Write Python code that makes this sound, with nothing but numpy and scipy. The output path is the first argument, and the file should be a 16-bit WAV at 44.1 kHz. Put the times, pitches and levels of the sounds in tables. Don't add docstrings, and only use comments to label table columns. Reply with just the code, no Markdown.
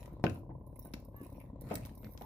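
import sys
import numpy as np
from scipy import signal
from scipy.fft import rfft, irfft
from scipy.io import wavfile
from scipy.ndimage import uniform_filter1d

SR = 44100
rng = np.random.default_rng(int(sys.argv[2]) if len(sys.argv) > 2 else 0)


def put_to_file(sound):
    columns = np.atleast_2d(sound).T
    safe = np.clip(columns, -1, 1)
    whole_steps = np.round(safe * 32767)
    wavfile.write(sys.argv[1], SR, whole_steps.astype(np.int16))


N = 99225
TREBLE_PAN_DB = -9.5


def amp(db):
    return 10 ** (np.asarray(db) / 20)


def unit(x):
    return x / np.sqrt(np.mean(x ** 2) + 1e-30)


def read(points, hz):
    freq_hz, value = np.transpose(points)
    return np.interp(np.log(hz + 1), np.log(freq_hz + 1), value)


def level(points):
    return amp(np.interp(np.arange(N) / SR, *np.transpose(points)))


def add(mix, start_s, sound):
    part = mix[:, max(round(start_s * SR), 0):][:, :sound.shape[1]]
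    part += sound[:, :part.shape[1]]


def sized(x, db):
    return x * amp(db) * np.sqrt(SR / 100 / ((x ** 2).sum() / 2))


def colour(x, spectrum):
    log_gain = np.log(amp(read(spectrum, abs(np.fft.fftfreq(4096, 1 / SR)))))
    response = np.exp(np.conj(signal.hilbert(log_gain)))
    taps = np.fft.ifft(response).real[:2048]
    return signal.fftconvolve(x, taps[None], axes=1)[:, :x.shape[1]]


def dull(x, corner_hz):
    return signal.sosfilt(signal.butter(2, min(corner_hz, SR / 2 - 100), fs=SR, output="sos"), x)


def stereo_noise(size, coherent_below_hz=694):
    mid, side = rfft(rng.standard_normal((2, size)))
    coherence = 1 / (1 + (np.fft.rfftfreq(size, 1 / SR) / coherent_below_hz) ** 2)
    spectrum = mid * np.sqrt((1 + coherence) / 2) + side * np.sqrt((1 - coherence) / 2) * [[1], [-1]]
    return irfft(spectrum, size)


def tail(decay_times, size):
    t, hz = np.arange(size) / SR, np.fft.rfftfreq(size, 1 / SR)
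    spectrum, out = rfft(stereo_noise(size)), np.zeros((2, size))
    centres_hz = np.geomspace(100, 12800, 8)
    for centre in centres_hz:
        band = irfft(spectrum * read(np.c_[centres_hz, centres_hz == centre], hz), size)
        out += band * amp(-60 * t / read(decay_times, centre))
    return out / np.sqrt((out ** 2).sum() / 2)


def impulse(size, right_delay_s=.00012):
    x = np.zeros((2, size))
    x[0, 0] = x[1, round(right_delay_s * SR)] = 1
    return x


def tick(t60_s, snap, size=4096):
    chatter = stereo_noise(size) * amp(-60 * np.arange(size) / SR / t60_s)
    return chatter / np.linalg.norm(chatter[0]) + snap * impulse(size)


def grains(per_s, spread_db, max_spreads):
    strength = amp(spread_db * np.minimum(rng.exponential(1, N), max_spreads))
    occurs = rng.random(N) < per_s / SR
    return unit(strength * occurs * stereo_noise(N))


def slips():
    return unit(grains(per_s=900, spread_db=6, max_spreads=4) + 0.85 * stereo_noise(N))


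def patchy(x, width_hz=330, span_s=.05, depth_db=4.5):
    frame, hop = 512, 128
    spectra = signal.stft(x, nperseg=frame, noverlap=frame - hop)[2]
    field = rng.standard_normal(spectra.shape[1:])
    spans = width_hz * frame / SR, span_s * SR / hop
    for axis in 0, 1, 0, 1:
        field = uniform_filter1d(field, round(spans[axis]), axis)
    return signal.istft(spectra * amp(depth_db * unit(field)), nperseg=frame, noverlap=frame - hop)[1][:, :N]


def engine(cycle_hz=16.88, rise_s=0.001388, rumble_db=-55, size=2048):
    # freq_hz, gain_db
    knock_spectrum = [(60, -9.5), (270, 11.5), (400, -1.5), (560, 7), (780, -13), (1020, 0.5),
                      (1250, -32.5), (1700, -33.5), (3000, -46.5), (8000, -64)]
    # multiple, level_db
    harmonics = [(2, -89), (3, -56.5), (4, -61.5), (5, -66.5), (6, -62), (7, -80), (9, -67), (11, -69)]
    # freq_hz, gain_db
    rumble_spectrum = [(20, 2), (40, 6.5), (55, 1), (75, 2.5), (110, -0.5), (180, -11.5), (270, -6),
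                       (400, -15), (600, -20), (800, -18), (1050, -19), (1350, -46.5), (3000, -54.5),
                       (7000, -86.5), (16000, -57)]
    t, out = np.arange(N) / SR, np.zeros((2, N))
    rise = t[:size] / rise_s
    crack = sized(np.roll(impulse(size), round(rise_s * SR), 1), 0)
    for start_s in np.arange(.0175, N / SR, 1 / cycle_hz):
        for delay_s, level_db in (0, -53), (.0305, -57.5):
            puff = sized(stereo_noise(size) * rise * np.exp(-rise), 0)
            knock = colour(crack + puff, knock_spectrum)
            add(out, start_s + delay_s, sized(knock, level_db + rng.standard_normal()))
    for multiple, level_db in harmonics:
        waver = 1 + 0.1 * unit(uniform_filter1d(rng.standard_normal(N), size=6000, mode="wrap"))
        hum = np.sin(2 * np.pi * (multiple * cycle_hz * t + rng.random()))
        out += amp(level_db) * unit(dull(waver * hum, corner_hz=150))
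    return out + amp(rumble_db) * unit(colour(stereo_noise(N), rumble_spectrum))


def panel_flex():
    # time_s, level_db
    envelope = [(0, -56), (.22, -50.5), (.3, -42.5), (.42, -51), (.55, -52), (1, -59.5), (1.55, -55.5),
                (1.75, -45), (1.86, -51.5), (1.97, -70), (2.06, -47), (2.14, -79), (2.25, -53)]
    # freq_hz, gain_db
    spectrum = [(25, -9), (60, -12.5), (120, 3.5), (170, -5), (300, -17.5), (600, -18.5), (2000, -101.5)]
    return unit(colour(stereo_noise(N), spectrum)) * level(envelope)


def handle_rub():
    # time_s, level_db
    envelope = [(0, -62), (.06, -67), (.12, -74), (.22, -77.5), (.36, -62.5), (.46, -111), (.74, -99),
                (.86, -72.5), (.91, -75), (1.12, -87), (1.24, -66), (1.33, -73), (1.42, -73), (1.5, -79.5),
                (1.6, -80), (1.66, -64), (1.715, -47), (1.79, -65.5), (1.87, -62), (2.01, -83.5),
                (2.05, -66), (2.14, -79.5), (2.25, -65.5)]
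    # freq_hz, gain_db
    spectrum = [(300, -8), (1000, 8), (1550, -2), (1850, 2), (2450, -2), (3200, -11.5), (4000, -9),
                (5600, -19), (7500, -13), (16000, -31)]
    return unit(colour(patchy(slips()), spectrum)) * level(envelope)


def key_body(contacts, bandwidth_hz=60, modes_db=-1):
    # pitch_hz, level_db
    modes = [(2150, -8), (3870, -3.5), (4280, -10), (4920, -5.5), (5400, -7.5), (5620, -2), (6350, -7),
             (7050, -11.5), (7750, -16), (8700, -5), (9500, -3.5), (10300, 2.5), (11230, -0.5),
             (12150, 2.5), (12820, 3), (13600, 2), (15060, 2.5)]
    # freq_hz, gain_db
    tick_spectrum = [(1000, -31.5), (3200, -35), (4300, -28.5), (5600, -18), (7600, -23.5), (8700, -4.5),
                     (9800, -6.5), (11000, 2), (12600, -5), (13500, -4), (15300, -4.5), (16000, -18.5)]
    t = np.arange(4096) / SR
    tones = sum(amp(db) * np.sin(2 * np.pi * (hz * t + rng.random((2, 1)))) for hz, db in modes)
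    response = tones * np.exp(-np.pi * bandwidth_hz * t)
    ringing = signal.fftconvolve(contacts, response, axes=1)[:, :contacts.shape[1]]
    return unit(unit(colour(contacts, tick_spectrum)) + amp(modes_db) * unit(ringing))


def keys(ring_t60_s=.034, ring_rise_s=.00064, bounce_s=.0025, bounce_db=-9):
    # start_s, level_db, pitch_hz, ring_over_tick_db
    touches = [(0.057, -67, 10900, -22), (0.063, -72, 12600, -8), (.132, -72, 11800, -6),
               (0.241, -58, 12900, -16), (.298, -64, 9700, -1.5), (.665, -65.5, 10840, 11),
               (0.674, -68, 12330, 10), (0.758, -60, 10670, 14.5), (0.764, -66.5, 11500, 7),
               (0.793, -48.5, 15400, 9.5), (.819, -70, 5560, 17), (0.827, -71, 5530, 18),
               (0.85, -54, 15100, 1.5), (0.87, -62, 11300, -6), (0.938, -54.5, 14500, -10),
               (1, -64.5, 14800, 5), (1.05, -62, 14500, -4), (1.164, -55, 12800, 22),
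               (1.213, -68, 10300, -2), (1.232, -62.5, 11200, 1), (1.247, -63.5, 11000, -6),
               (1.265, -63.5, 9600, -5), (1.301, -68.5, 12300, -7), (1.326, -66, 13400, 0),
               (1.371, -75, 11200, 17), (1.401, -62, 11800, 2), (1.611, -54.5, 12200, -6),
               (1.619, -60, 10800, 2), (1.741, -50, 13900, -12), (1.754, -40, 8060, -6.5),
               (1.779, -57, 9000, 0), (1.8519, -57, 13700, -6), (1.86, -55.5, 12000, -27),
               (1.864, -73, 10200, -11), (1.952, -61, 11200, -8), (1.978, -61.5, 10500, -21),
               (2.049, -65, 12900, 8), (2.112, -64, 13100, 3), (2.122, -60, 14100, 3),
               (2.135, -60, 12500, 0), (2.145, -68, 11000, -3), (2.221, -60.5, 12200, -13)]
    # time_s, level_db
    rustle = [(0, -66), (.07, -74), (.22, -95), (.25, -64.5), (.39, -71.5), (.42, -82.5), (.52, -96.5),
              (.55, -83), (.64, -88), (.86, -66), (.91, -77), (1.13, -81), (1.25, -72), (1.42, -73.5),
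              (1.59, -104), (1.62, -69), (1.76, -65.5), (1.92, -73), (2.25, -69.5)]
    t = np.arange(4096) / SR
    shimmer = amp(-4.5) * grains(per_s=400, spread_db=5.5, max_spreads=3)
    out = key_body(patchy(shimmer + slips())) * level(rustle)
    for start_s, level_db, pitch_hz, ring_db in touches:
        cluster = np.zeros((2, len(t)))
        for k in range(5):
            mode_hz = pitch_hz * (1 + .012 * k * rng.uniform(-1, 1))
            cluster += amp(3 * k) * np.sin(2 * np.pi * (mode_hz * t + rng.random((2, 1))))
        ring = cluster * amp(-60 * t / ring_t60_s) * (1 - np.exp(-t / ring_rise_s))
        contact = tick(t60_s=0.0056, snap=0.76)
        add(contact, bounce_s * rng.uniform(.5, 1.5), amp(bounce_db) * tick(t60_s=0.0056, snap=0.76))
        clink = sized(key_body(contact), 0) + sized(ring, ring_db)
        add(out, start_s, sized(clink, level_db))
    return out * unit(amp([[TREBLE_PAN_DB], [0]]))


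def latch_clicks():
    # start_s, level_db, corner_hz
    clicks = [(0.059, -57.5, 9000), (0.2416, -37.5, 4120), (0.2669, -43.5, 1400), (0.2971, -50.5, 14000),
              (0.9372, -46, 5200), (0.9402, -42.5, 5200), (1.689, -63, 4000), (1.704, -57, 2540),
              (1.7225, -62, 2480), (1.743, -58, 5050), (1.7557, -42.5, 7700), (1.851, -50.5, 8400),
              (1.859, -58, 6000), (1.894, -60, 2470), (2.045, -54, 3040), (2.069, -52, 2110),
              (2.176, -51.5, 7600), (2.22, -50.5, 3230)]
    # freq_hz, gain_db
    spectrum = [(200, 28), (800, -5), (1500, 8.5), (2400, 5.5), (3100, 2.5), (3900, 6.5), (5500, 7.5),
                (7200, 2.5), (10000, -7), (16000, -46.5)]
    out = np.zeros((2, N))
    for start_s, level_db, corner_hz in clicks:
        click = colour(tick(t60_s=.016, snap=.5), spectrum)
        add(out, start_s, sized(dull(click, corner_hz), level_db))
    return out


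def panel_knocks(ring_db=-28, dense_db=-3, size=20000):
    # start_s, level_db, corner_hz, ring_share
    blows = [(.124, -47, 305, 0.54), (0.2402, -22.5, 4440, 0.48), (0.2455, -30, 1090, 0.12),
             (0.2522, -27.5, 520, 0.2), (0.2635, -36.5, 350, .1), (0.2803, -37, 380, 0.3),
             (0.383, -37.5, 111, 1), (0.5, -45, 447, .7), (.857, -47, 1410, 1), (.939, -42, 380, 0.87),
             (1.214, -42, 396, 0.56), (1.327, -48, 356, 1), (1.368, -48.5, 386, 1), (1.532, -45, 270, 0.32),
             (1.638, -42, 231, 0.54), (1.67, -45, 350, 1), (1.7099, -39, 1090, 0.1),
             (1.7145, -38.5, 1300, 0.048), (1.724, -42, 890, 0.12), (1.738, -41.5, 410, 0.19),
             (1.765, -42, 194, 0.26), (1.909, -47.5, 225, 0.54), (2.042, -45, 260, 0.38),
             (2.066, -50, 225, 0.96), (2.2122, -47, 2500, 0.045), (2.2205, -50, 2470, 0.16)]
    # pitch_hz, level_db, t60_s
    modes = [(92.7, -9, 0.78), (114.7, -7.5, 0.4), (126.8, -4.5, 0.49), (172, -10, 0.056),
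             (219, -2.5, 0.16), (284.6, 3, 0.15), (335.5, -1.5, 0.24), (510, -11.5, 0.088), (539, -19, .16),
             (612, -17, 0.24), (699.5, -6, .1), (850, -8.5, 0.054), (1044, -8.5, 0.18), (1213, -20, 0.29),
             (1513, -11, 0.12), (2430, -17.5, 0.15)]
    # freq_hz, t60_s
    decay_times = [(100, 0.24), (400, 0.14), (1000, 0.058), (3000, 0.13), (12000, 0.018)]
    # freq_hz, gain_db
    spectrum = [(30, -23.5), (80, -2.5), (250, 4.5), (400, 0.5), (760, 0), (1100, -15), (1550, -16.5),
                (1950, -16.5), (2600, -20), (3200, -22.5), (5000, -24), (8000, -27.5), (16000, -20.5)]
    t, out = np.arange(size) / SR, np.zeros((2, N))
    ring = sum(amp(db - 60 * t / t60_s) * np.sin(2 * np.pi * hz * t) for hz, db, t60_s in modes)
    for start_s, level_db, corner_hz, ring_share in blows:
        push = colour(impulse(size) + amp(dense_db) * tail(decay_times, size), spectrum)
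        knock = push / np.linalg.norm(push[0]) + ring_share * amp(ring_db) * ring
        add(out, start_s, -sized(dull(knock, corner_hz), level_db))
    return out


def handle_scrapes(slips_per_s=4000, q=3.85):
    # start_s, length_s, level_db, resonance_hz
    scrapes = [(0.265, .003, -41, 2430), (0.266, .003, -39, 1477), (.495, .03, -60.5, 850),
               (.497, .02, -78.5, 1854), (0.755, .015, -78, 2250), (1.339, 0.033, -77, 2430),
               (1.393, 0.036, -68, 2330), (1.699, 0.03, -57.5, 2360), (1.709, .012, -41, 631),
               (1.712, .028, -47.5, 348), (1.715, .03, -56, 813), (1.817, 0.032, -70.5, 2470),
               (2.035, 0.036, -70, 2120), (2.212, 0.01, -51, 774)]
    out = np.zeros((2, N))
    for start_s, length_s, level_db, resonance_hz in scrapes:
        size = max(round(length_s * SR), 100)
        run = stereo_noise(size) * (rng.random(size) < slips_per_s / SR) * signal.windows.tukey(size)
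        run = np.pad(run, ((0, 0), (0, 256)))
        b, a = signal.iirpeak(resonance_hz, q, SR)
        scrape = signal.lfilter(b, a, signal.lfilter(b, a, run))
        add(out, start_s, amp(level_db) * unit(scrape))
    return out


def squeak(start_s=1.132, length_s=.118, pitch_hz=522, level_db=-65.5):
    # multiple, level_db
    partials = [(2, 4.5), (3, 4.5), (4, -22), (5, -11)]
    t, out = np.arange(0, length_s, 1 / SR), np.zeros((2, N))
    arch = np.sin(np.pi * t / length_s)
    jitter, flutter = unit(uniform_filter1d(rng.standard_normal((2, len(t))), size=150))
    cycles = np.cumsum(pitch_hz * (1 + .097 * arch + 0.0084 * jitter)) / SR
    tone = sum(amp(db) * np.sin(2 * np.pi * (k * cycles + rng.random((2, 1)))) for k, db in partials)
    envelope = np.sqrt(abs(arch)) * (1 + 0.35 * flutter)
    add(out, start_s, amp(level_db) * unit(tone * envelope))
    return out


def thin_high_tone(start_s=1.98, pitch_hz=14080, level_db=-64, t60_s=2.5):
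    t, out = np.arange(N) / SR, np.zeros((2, N))
    waver = 1 + .4 * unit(uniform_filter1d(rng.standard_normal((2, N)), size=200))
    add(out, start_s, amp(level_db - 60 * t / t60_s) * waver * np.sin(2 * np.pi * pitch_hz * t))
    return out * unit(amp([[TREBLE_PAN_DB], [0]]))


def scene():
    # freq_hz, t60_s
    decay_times = [(100, 0.14), (600, 0.52), (2000, 0.16), (5000, 0.34), (14000, 0.16)]
    handle = latch_clicks() + handle_rub() + handle_scrapes()
    treble = keys() + thin_high_tone()
    panel = panel_knocks()
    reflected = amp(-8.5) * handle + amp(-14) * treble + amp(-16) * panel
    reverberation = signal.fftconvolve(reflected, tail(decay_times, size=24000), axes=1)[:, :N]
    return handle + treble + panel + reverberation + squeak() + panel_flex() + engine()


def record(dry, low_cut_hz=40.7, high_cut_hz=15750):
    # freq_hz, left_minus_right_db
    balance = [(60, 3), (250, -0.3), (420, 2), (680, 5.5), (1000, -1.5), (1400, -2.5), (2400, 3),
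               (5000, 4.5), (15000, 0.5)]
    lean_db = read(balance, np.fft.rfftfreq(N, 1 / SR)) * np.array([[.5], [-.5]])
    coloured = irfft(rfft(dry) * amp(lean_db), N)
    high_pass = signal.butter(3, low_cut_hz, "high", fs=SR, output="sos")
    low_pass = signal.firwin(301, high_cut_hz, window=("kaiser", 8), fs=SR)
    return signal.oaconvolve(signal.sosfilt(high_pass, coloured), low_pass[None], "same")


dry = scene()
out = record(dry)
put_to_file(out)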